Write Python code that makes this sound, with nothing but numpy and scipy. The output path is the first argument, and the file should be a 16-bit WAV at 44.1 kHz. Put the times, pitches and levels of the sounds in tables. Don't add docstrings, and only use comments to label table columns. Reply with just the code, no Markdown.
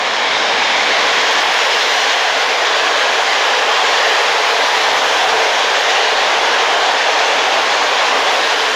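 import sys
import numpy as np
from scipy import signal
from scipy.fft import rfft, irfft, next_fast_len
from scipy.io import wavfile
from scipy.ndimage import uniform_filter1d, minimum_filter1d, map_coordinates

SR = 44100
rng = np.random.default_rng(int(sys.argv[2]) if len(sys.argv) > 2 else 0)


def to_wav(sig):
    pcm = np.clip(np.atleast_2d(sig), -1, 1) * 32767
    pcm = np.round(pcm).astype(np.int16)
    wavfile.write(sys.argv[1], SR, pcm.T)


N = 385875
TIME = np.arange(N) / SR
TRAIN_SPEED, SOUND_SPEED = 25, 343


def amp(db):
    return 10 ** (np.asarray(db) / 20)


def unit(x):
    return x / np.sqrt(np.mean(x ** 2) + 1e-20)


def curve(rows):
    return np.interp(TIME, *np.transpose(rows))


def wobble(rate):
    return map_coordinates(rng.standard_normal(1024), [TIME * rate], mode="wrap")


def filtered(x, response):
    size = next_fast_len(N + 8192)
    return irfft(rfft(x, size) * response(np.fft.rfftfreq(size, 1 / SR)), size)[:N]


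def steady(x, span_s):
    power = np.abs(uniform_filter1d(x ** 2, int(span_s * SR)))
    return x / np.sqrt(power + 1e-12)


def noise(spectrum, patchy_db):
    cells = signal.stft(rng.standard_normal(N), nperseg=1024)[2]
    patches = uniform_filter1d(rng.standard_normal(cells.shape), size=6, axis=0)
    patches = uniform_filter1d(patches, size=14, axis=1)
    patchy = signal.istft(cells * amp(patchy_db * unit(patches)), nperseg=1024)[1][:N]
    knots_hz, db = np.transpose(spectrum)
    return unit(filtered(patchy, lambda hz: amp(np.interp(np.log(hz + 1), np.log(knots_hz), db))))


def ringing(modes, count):
    hz = np.fft.rfftfreq(count, 1 / SR)
    gain = sum(amp(db) / (1 + 2 * ((hz - centre) / width) ** 2) for centre, width, db in modes)
    return unit(irfft(rfft(rng.standard_normal(count)) * gain, count))


def approach(depth_db=3.6, build_s=0.65):
    return -depth_db * np.exp(-(TIME / build_s) ** 2)


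# frequency in Hz, relative level in dB.
BLOWER_SPECTRUM = [(100, -44), (150, -23), (185, -14), (260, -6), (400, -25), (1300, -23), (2250, 6.5),
                   (2750, -16), (3650, 2), (4500, -10), (5300, -10), (7000, -37), (10000, -48.5)]

def locomotive(nearest_s, linger_s, level_db):
    near = np.exp(-((TIME - nearest_s) / linger_s) ** 2)
    return amp(level_db + 0.4 * approach()) * near * noise(BLOWER_SPECTRUM, patchy_db=2.0)


# time in seconds, sleeper roar in dB.
TREAD_ROUGHNESS = [(0.3, -17.5), (2.3, -18.5), (3.0, -17), (3.9, -17), (5.7, -17.5), (6.7, -17), (7.6, -17),
                   (8.2, -17), (8.7, -19.5)]
# frequency in Hz, relative level in dB.
SLEEPER_SPECTRUM = [(200, -66), (345, -21), (390, -11.5), (450, -4.5), (530, -3.5), (660, -2), (750, 0),
                    (900, -1.5), (1100, -2.5), (1300, -8), (1600, -25), (3000, -55)]

def sleepers():
    level_db = curve(TREAD_ROUGHNESS) + 0.67 * approach() + 0.52 * wobble(rate=9)
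    return amp(level_db) * steady(noise(SLEEPER_SPECTRUM, patchy_db=1.0), span_s=0.13)


# frequency in Hz, relative level in dB.
RAIL_SPECTRUM = [(800, -45), (1200, -10), (1400, -2), (1650, 0.5), (2000, -1.5), (2400, -4), (2900, -15.5),
                 (4500, -59)]

def rails(level_db):
    return amp(level_db) * steady(noise(RAIL_SPECTRUM, patchy_db=1.0), span_s=0.15)


# frequency in Hz, relative level in dB.
WHEEL_SPECTRUM = [(1500, -44), (2300, -5), (2700, 0.5), (3300, 1.5), (3900, -2), (4500, -5.5), (5200, -6.5),
                  (6000, -9.5), (6700, -11.5), (7300, -17), (8000, -26.5), (10000, -39), (14000, -70)]

def wheel_rush(level_db):
    return amp(level_db) * noise(WHEEL_SPECTRUM, patchy_db=1.04)


# centre in Hz, width in Hz, relative level in dB.
WHEEL_MODES = [(1676, 87, -1), (1900, 160, 1), (2680, 200, -5.5), (3220, 360, 0.5), (4940, 410, -7),
               (6430, 260, -22)]
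# time abeam in seconds, relative ring in dB,
# surge of the wheel rush in dB, surge of the body drone in dB.
BOGIE_PASSES = [(.35, 2, 1.7, 3), (1.1, -2, 0.8, 3), (1.88, -2, 2.5, .5), (2.88, -3, 0.6, 3),
                (3.97, -5.5, 2, 1), (4.95, -6, 1.2, 2), (5.9, -5, 1.5, -0.5), (7.15, -8, 0.9, 3.5),
                (8.169, -14, 1.4, 1)]

def bogies(distance_m):
    out = np.zeros(N)
    for abeam_s, db, _, _ in BOGIE_PASSES:
        path_m = np.hypot(distance_m, TRAIN_SPEED * (TIME - abeam_s))
        sent_s = TIME - path_m / SOUND_SPEED + 1
        ring = ringing(WHEEL_MODES, count=next_fast_len(N + 2 * SR))
        heard = np.interp(sent_s * SR, np.arange(len(ring)), ring)
        out += amp(db) * distance_m / path_m * heard
    return unit(out)


def surges(reach_m=7.5):
    abeam_s, _, rush_db, drone_db = np.transpose(BOGIE_PASSES)
    along_m = TRAIN_SPEED * (TIME - abeam_s[:, None])
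    near = 1 / (1 + (along_m / reach_m) ** 2)
    return rush_db @ near, drone_db @ near


def rolling(rail_fade_db_per_s=0.07):
    surge_db, _ = surges()
    contact = wobble(rate=30)
    uneven = wobble(rate=8)
    rail_db = -18.5 - rail_fade_db_per_s * TIME + approach() + 0.22 * surge_db + 0.28 * uneven
    wheel_db = -20.5 + approach() + surge_db + 0.13 * uneven
    roar = sleepers() + rails(rail_db - 0.44 + 0.37 * contact) + wheel_rush(wheel_db + 0.67 * contact)
    return roar + amp(rail_db - 13.0) * bogies(distance_m=10.5)


# time abeam in seconds, half the passing time in seconds,
# relative boom in dB, relative drone in dB.
HEAVY_VEHICLES = [(0.7, .8, -49.5, -43), (5.08, 0.27, -49, -45), (6.45, 0.24, -62, -39),
                  (7.6, 0.21, -58, -39), (8.5, 0.58, -63, -40)]
# frequency in Hz, relative level in dB.
UNDERFRAME_SPECTRUM = [(25, -20), (50, -11), (85, -0.5), (125, -1), (170, 1.5), (300, -31)]
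PANEL_SPECTRUM = [(90, -42), (140, -29), (185, -8.5), (240, -7), (275, 2), (345, 0.5), (420, -2),
                  (600, -54)]

def vehicle_bodies():
    boom_power, drone_power = amp(-58.5) ** 2, amp(-41.5) ** 2
    for abeam_s, half_s, boom_db, drone_db in HEAVY_VEHICLES:
        abeam = np.exp(-((TIME - abeam_s) / half_s) ** 4)
        boom_power += abeam * amp(boom_db) ** 2
        drone_power += abeam * amp(drone_db) ** 2
    _, surge_db = surges()
    boom = np.sqrt(boom_power) * steady(noise(UNDERFRAME_SPECTRUM, patchy_db=-2.0), span_s=0.3)
    drone = np.sqrt(drone_power) * steady(noise(PANEL_SPECTRUM, patchy_db=2.5), span_s=0.24)
    return amp(-2.0) * boom + amp(surge_db + 0.8 * approach()) * drone


# time in seconds, base level in dB.
HISS_LEVELS = [(0.3, -49.5), (0.75, -49.3), (1.33, -45.5), (1.95, -45), (2.5, -47), (3.6, -46),
               (4.98, -43.5), (6.1, -47), (7.8, -46.5), (8.25, -45), (8.7, -43.5)]
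# frequency in Hz, relative level in dB.
HISS_SPECTRUM = [(5000, -18), (7800, 0), (9700, 1.5), (11500, -4.5), (13000, -16), (15000, -35)]
SIZZLE_SPECTRUM = [(9000, -30), (11800, -2), (13000, -6), (13900, -8), (14650, 3), (15400, 0), (15700, -14)]

def air_hiss(sizzle_swing=1.6, sizzle_fade_db_per_s=0.45):
    surge_db, _ = surges()
    hiss_db = curve(HISS_LEVELS) + 1.1 * approach() + 0.35 * surge_db
    swing_db = sizzle_swing * (hiss_db - hiss_db.mean()) + 1.6 * approach()
    sizzle_db = hiss_db.mean() - 6 + swing_db - sizzle_fade_db_per_s * TIME
    eddies_db = 1.3 * wobble(rate=31)
    hiss = amp(hiss_db - 1.1 + eddies_db / 2) * noise(HISS_SPECTRUM, patchy_db=2.0)
    sizzle = amp(sizzle_db + eddies_db) * noise(SIZZLE_SPECTRUM, patchy_db=0.5)
    return hiss + sizzle


def howl(hz, width_hz, loudest_s, linger_s, level_db):
    ring = ringing([(hz, width_hz, 0)], count=N)
    return amp(level_db) * np.exp(-((TIME - loudest_s) / linger_s) ** 4) * ring


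# peak time in seconds, pitch in Hz, width in Hz,
# spread in seconds, level in dB.
TRACK_SWELLS = [(2.95, 1660, 110, .13, -23), (3.87, 1060, 110, 0.16, -22), (4.08, 1830, 200, 0.1, -17.5),
                (4.647, 810, 80, 0.07, -27), (4.88, 1800, 130, .08, -23), (5.327, 720, 160, 0.079, -20),
                (5.388, 440, 45, 0.1, -24), (5.762, 1590, 110, .08, -21.5), (6.015, 444, 45, 0.06, -23),
                (6.5, 1660, 160, .1, -23), (6.62, 453, 45, 0.046, -23), (6.78, 744, 130, .12, -21),
                (6.9, 900, 90, 0.063, -18), (7.55, 760, 130, 0.1, -22.5), (8.3, 765, 70, 0.13, -24.5)]

def swells():
    out = np.zeros(N)
    for peak_s, hz, width_hz, spread_s, db in TRACK_SWELLS:
        ring = np.resize(ringing([(hz, width_hz, 0)], count=2 * SR), N)
        envelope = np.exp(-((TIME - peak_s) / spread_s) ** 2 / 2)
        out += amp(db) * steady(ring, span_s=0.12) * envelope
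    return out


# peak time in seconds, level in dB.
AIR_PUFFS = [(3.8, -58), (5.5, -58), (6.22, -51), (6.46, -49), (6.78, -54), (8.2, -56), (8.67, -55)]
# frequency in Hz, relative level in dB.
BUFFET_SPECTRUM = [(8, 0), (24, 2), (35, -8), (50, -14), (100, -35)]

def draught(level_db, puff_s):
    puffs = sum(amp(db) * np.exp(-((TIME - peak_s) / puff_s) ** 2) for peak_s, db in AIR_PUFFS)
    return (amp(level_db) + puffs) * steady(noise(BUFFET_SPECTRUM, patchy_db=-1.0), span_s=0.32)


def scene():
    sleeper_howl = howl(hz=446, width_hz=47, loudest_s=5.84, linger_s=4.9, level_db=-32.0)
    rail_howl = howl(hz=768, width_hz=115, loudest_s=6.9, linger_s=2.1, level_db=-31.5)
    track = rolling() + sleeper_howl + rail_howl + amp(-2.5) * swells()
    train = locomotive(nearest_s=0.63, linger_s=1.0, level_db=-20.5) + vehicle_bodies() + air_hiss()
    mono = track + train + draught(level_db=-59.5, puff_s=0.05)
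    return np.array([mono, mono])


def limiter(x, ceiling_db, hold_s):
    size = int(hold_s * SR)
    needed = np.minimum(1, amp(ceiling_db) / (np.abs(x) + 1e-9))
    return x * uniform_filter1d(minimum_filter1d(needed, size), size)


def record(dry):
    held = limiter(dry.mean(axis=0), ceiling_db=-3.5, hold_s=0.0031)
    mono = filtered(held, lambda hz: hz < 15550)
    return np.array([mono, mono])


dry = scene()
out = record(dry)
to_wav(out)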